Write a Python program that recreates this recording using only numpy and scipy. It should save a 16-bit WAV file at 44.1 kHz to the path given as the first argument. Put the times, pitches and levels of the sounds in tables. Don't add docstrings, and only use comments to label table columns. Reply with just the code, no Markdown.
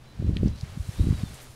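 import sys
import numpy as np
from scipy import signal
from scipy.fft import rfft, irfft, next_fast_len
from scipy.io import wavfile
from scipy.ndimage import uniform_filter1d, map_coordinates

SR = 44100
rng = np.random.default_rng(int(sys.argv[2]) if len(sys.argv) > 2 else 0)


def transcribe(u):
    v = np.clip(np.atleast_2d(u).T, -1, 1)
    q = np.round(v * 32767).astype(np.int16)
    wavfile.write(sys.argv[1], SR, q)


N = 68355

# (frequency [Hz], relative level [dB])
AIR_SPECTRUM = [(15, 4), (35, 4), (100, -10.5), (250, -5), (500, -13.5), (1000, -19), (3000, -41)]
# (time [s], level [dB])
WIND_LEVELS = [(0, -58), (.14, -55), (.205, -30.5), (.29, -24), (.33, -27), (.39, -29.5), (.455, -21.5),
               (.51, -29.5), (.59, -45.5), (.69, -45), (.75, -43), (.96, -47), (1.005, -26), (1.12, -27),
               (1.2, -35.5), (1.34, -43.5), (1.38, -59.5), (1.55, -61.5)]
# (frequency [Hz], relative level [dB])
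RUMBLE_SPECTRUM = [(12, -13), (28, -12), (50, 1.5), (80, 0.5), (130, -6), (200, -11), (300, -26),
                   (600, -39), (1500, -100)]
FLUTTER_SPECTRUM = [(40, -4), (120, -0.5), (210, -1), (300, -7.5), (420, -22.5), (600, -26), (900, -44),
                    (2000, -90)]
# (time [s], rush level [dB], sizzle level [dB])
LEAF_LEVELS = [(0, -60.5, -73.5), (.25, -56, -67), (.5, -53, -64), (.75, -54, -59), (.9, -51.5, -53.5),
               (1.02, -49, -54.5), (1.2, -51, -54.5), (1.4, -52.5, -52.5), (1.46, -55, -57.5),
               (1.55, -56.5, -57)]
# (frequency [Hz], relative level [dB])
RUSH_SPECTRUM = [(100, -28.5), (400, 3.5), (800, 0.5), (1300, -0.5), (2000, -2), (3000, -3.5), (4000, -5.5),
                 (5200, -8.5), (8000, -16), (15000, -38)]
SIZZLE_SPECTRUM = [(1500, -14), (4000, -1), (6500, -1), (10000, -1), (12500, -7.5), (15500, -15)]
# (time [s], level [dB], half-length [s], centre frequency [Hz])
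LEAF_RUSTLES = [(0.463, -57.5, 0.016, 4600), (0.483, -52, 0.0024, 5400), (.561, -53, 0.0015, 5800),
                (0.593, -54, .02, 4400), (0.611, -46.5, 0.002, 4900), (0.977, -59, 0.0066, 12000),
                (1.345, -46.5, 0.0026, 9100), (1.429, -52, 0.011, 11700)]
# (start [s], length [s], level [dB])
INSECT_TRILLS = [(0.053, 0.095, -64.5), (.21, 0.11, -66.5), (0.352, 0.032, -58), (.51, 0.055, -61),
                 (0.813, 0.15, -64), (0.958, 0.14, -62.5)]
# (time [s], level [dB], pitch [Hz])
EDDY_THUMPS = [(0.201, -22.5, 121), (0.225, -22, 208), (.247, -19.5, 166), (0.288, -15, 71),
               (.295, -18, 166), (.366, -21, 168), (0.411, -20, 106), (0.4334, -13, 208),
               (0.45, -17.5, 157), (.46, -9.5, 143), (.474, -18.5, 187), (.636, -20.5, 99.4),
               (0.699, -37, 89), (0.776, -22, 133), (0.807, -21, 70.5), (.893, -19.5, 94),
               (.998, -17.5, 171), (1.01, -10.5, 71), (1.042, -18, 142), (1.071, -14, 169),
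               (1.089, -14, 162), (1.108, -10.5, 103), (1.128, -15, 148), (1.237, -15, 129.6),
               (1.504, -40.5, 85)]
# (frequency [Hz], relative level [dB], time to fade by 60 dB [s])
CLICK_TONES = [(1950, -15, 0.015), (2540, -5.5, 0.0069), (3140, 4.5, 0.0036), (3800, 5.5, 0.0017),
               (7400, -25, 0.0033), (10400, -16, 0.0034)]
# (frequency [Hz], gain [dB])
CLICK_FILTER = [(900, -34), (1450, -19), (1850, -2), (4300, -2), (5500, -10.5), (7500, -4), (15000, -7)]
# (time [s], pitch [Hz], level [dB])
WHISTLE_PATH = [(.92, 3560, -78), (.97, 3660, -57), (1.03, 3830, -57), (1.08, 3950, -63), (1.15, 3900, -56),
                (1.2, 3800, -58), (1.25, 3620, -56), (1.29, 3500, -60.5), (1.33, 3400, -81)]


def amp(db):
    return 10 ** (np.asarray(db) / 20)


def unit(x):
    return x / np.sqrt(np.mean(x ** 2) + 1e-20)


def clock():
    return np.arange(N) / SR


def curves(rows):
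    times, *columns = np.transpose(rows)
    return [np.interp(clock(), times, column) for column in columns]


def wobble(rate):
    return map_coordinates(rng.standard_normal(int(N * rate / SR) + 4), [clock() * rate])


def filtered(x, response):
    size = next_fast_len(N + SR // 2)
    gains = response(np.fft.rfftfreq(size, 1 / SR))
    return irfft(rfft(x, size) * gains, size)[:N]


def shaped(x, spectrum):
    points_hz, db = np.transpose(spectrum)
    return filtered(x, lambda hz: amp(np.interp(np.log(hz + 1), np.log(points_hz), db)))


def coloured(x, spectrum):
    return unit(shaped(x, spectrum))


def tone(hz, waver):
    unsteady_hz = hz * (1 + waver * wobble(120))
    return np.sqrt(2) * np.sin(2 * np.pi * np.cumsum(unsteady_hz) / SR)


def background():
    air = amp(-53.5) * coloured(rng.standard_normal(N), AIR_SPECTRUM)
    return air + amp(-54) * tone(hz=126.1, waver=0.031)


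def turbulence(spectrum, even_s):
    noise = coloured(rng.standard_normal(N), spectrum)
    power = uniform_filter1d(np.abs(signal.hilbert(noise)) ** 2, max(int(even_s * SR), 1))
    return unit(noise / np.sqrt(np.abs(power) + 0.092))


def buffeting():
    wind_db, = curves(WIND_LEVELS)
    rumble = amp(wind_db) * turbulence(RUMBLE_SPECTRUM, even_s=0.0383)
    strong_wind_db, strong_flutter_db = -26.5, -38.5
    flutter_db = strong_flutter_db + 2 * (wind_db - strong_wind_db) + 1.5 * wobble(70)
    return rumble + amp(flutter_db) * turbulence(FLUTTER_SPECTRUM, even_s=0.023)


def crackle(grain_db):
    return unit(rng.standard_normal(N) * amp(grain_db * wobble(900)))


def leaves():
    rush_db, sizzle_db = curves(LEAF_LEVELS)
    out = amp(rush_db + 1.6 * wobble(24.9)) * coloured(crackle(grain_db=1.0), RUSH_SPECTRUM)
    out += amp(sizzle_db + 0.79 * wobble(29.9)) * coloured(crackle(grain_db=1.5), SIZZLE_SPECTRUM)
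    for time, db, half_length, hz in LEAF_RUSTLES:
        rustle = coloured(crackle(grain_db=5.5), [(hz / 4, -30), (hz, 0), (hz * 3, -36)])
        swell = np.exp(-.5 * ((clock() - time) / half_length) ** 2)
        out += amp(db) * swell * rustle
    return out


def insect():
    level = np.zeros(N)
    for start, length, db in INSECT_TRILLS:
        progress = np.clip((clock() - start) / length, 0, 1)
        level += amp(db) * np.sqrt(np.abs(np.sin(np.pi * progress)))
    return level * tone(hz=4010, waver=0.002)


def eddies():
    reference_hz, reference_roundness = 149, 3.55
    out = np.zeros(N)
    for time, db, hz in EDDY_THUMPS:
        roundness = reference_roundness * (reference_hz / hz) ** 0.94
        swing = (1 - 2j * np.pi * hz * (clock() - time) / roundness) ** -(roundness + 1)
        turn = np.exp(2j * np.pi * rng.random())
        out += amp(db) * np.real(swing * turn)
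    return out


def click():
    start_s, attack_s = 0.3691, 0.00016
    age = np.maximum(clock() - start_s, 0)
    ring = sum(amp(db - 60 * age / fade_s) * np.sin(2 * np.pi * hz * age)
               for hz, db, fade_s in CLICK_TONES)
    fade_in = 1 - np.exp(-age / attack_s)
    return amp(-20) * shaped(ring * fade_in, CLICK_FILTER)


def whistle():
    hz, db = curves(WHISTLE_PATH)
    width_hz = 110
    out = np.zeros(N)
    for pitch_ratio, offset_db in [(1, 0), (1.2, -7)]:
        flicker = 1 + wobble(width_hz) + 1j * wobble(width_hz)
        pure_tone = np.exp(2j * np.pi * np.cumsum(hz * pitch_ratio) / SR)
        out += amp(db + offset_db) * unit(np.real(flicker * pure_tone))
    return out


def scene():
    return (background() + buffeting() + leaves() + insect() + eddies() + click() + whistle())[None]


def record(dry):
    top_hz = 15700
    return np.array([filtered(x, lambda hz: hz < top_hz) for x in dry])


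dry = scene()
out = record(dry)
transcribe(out)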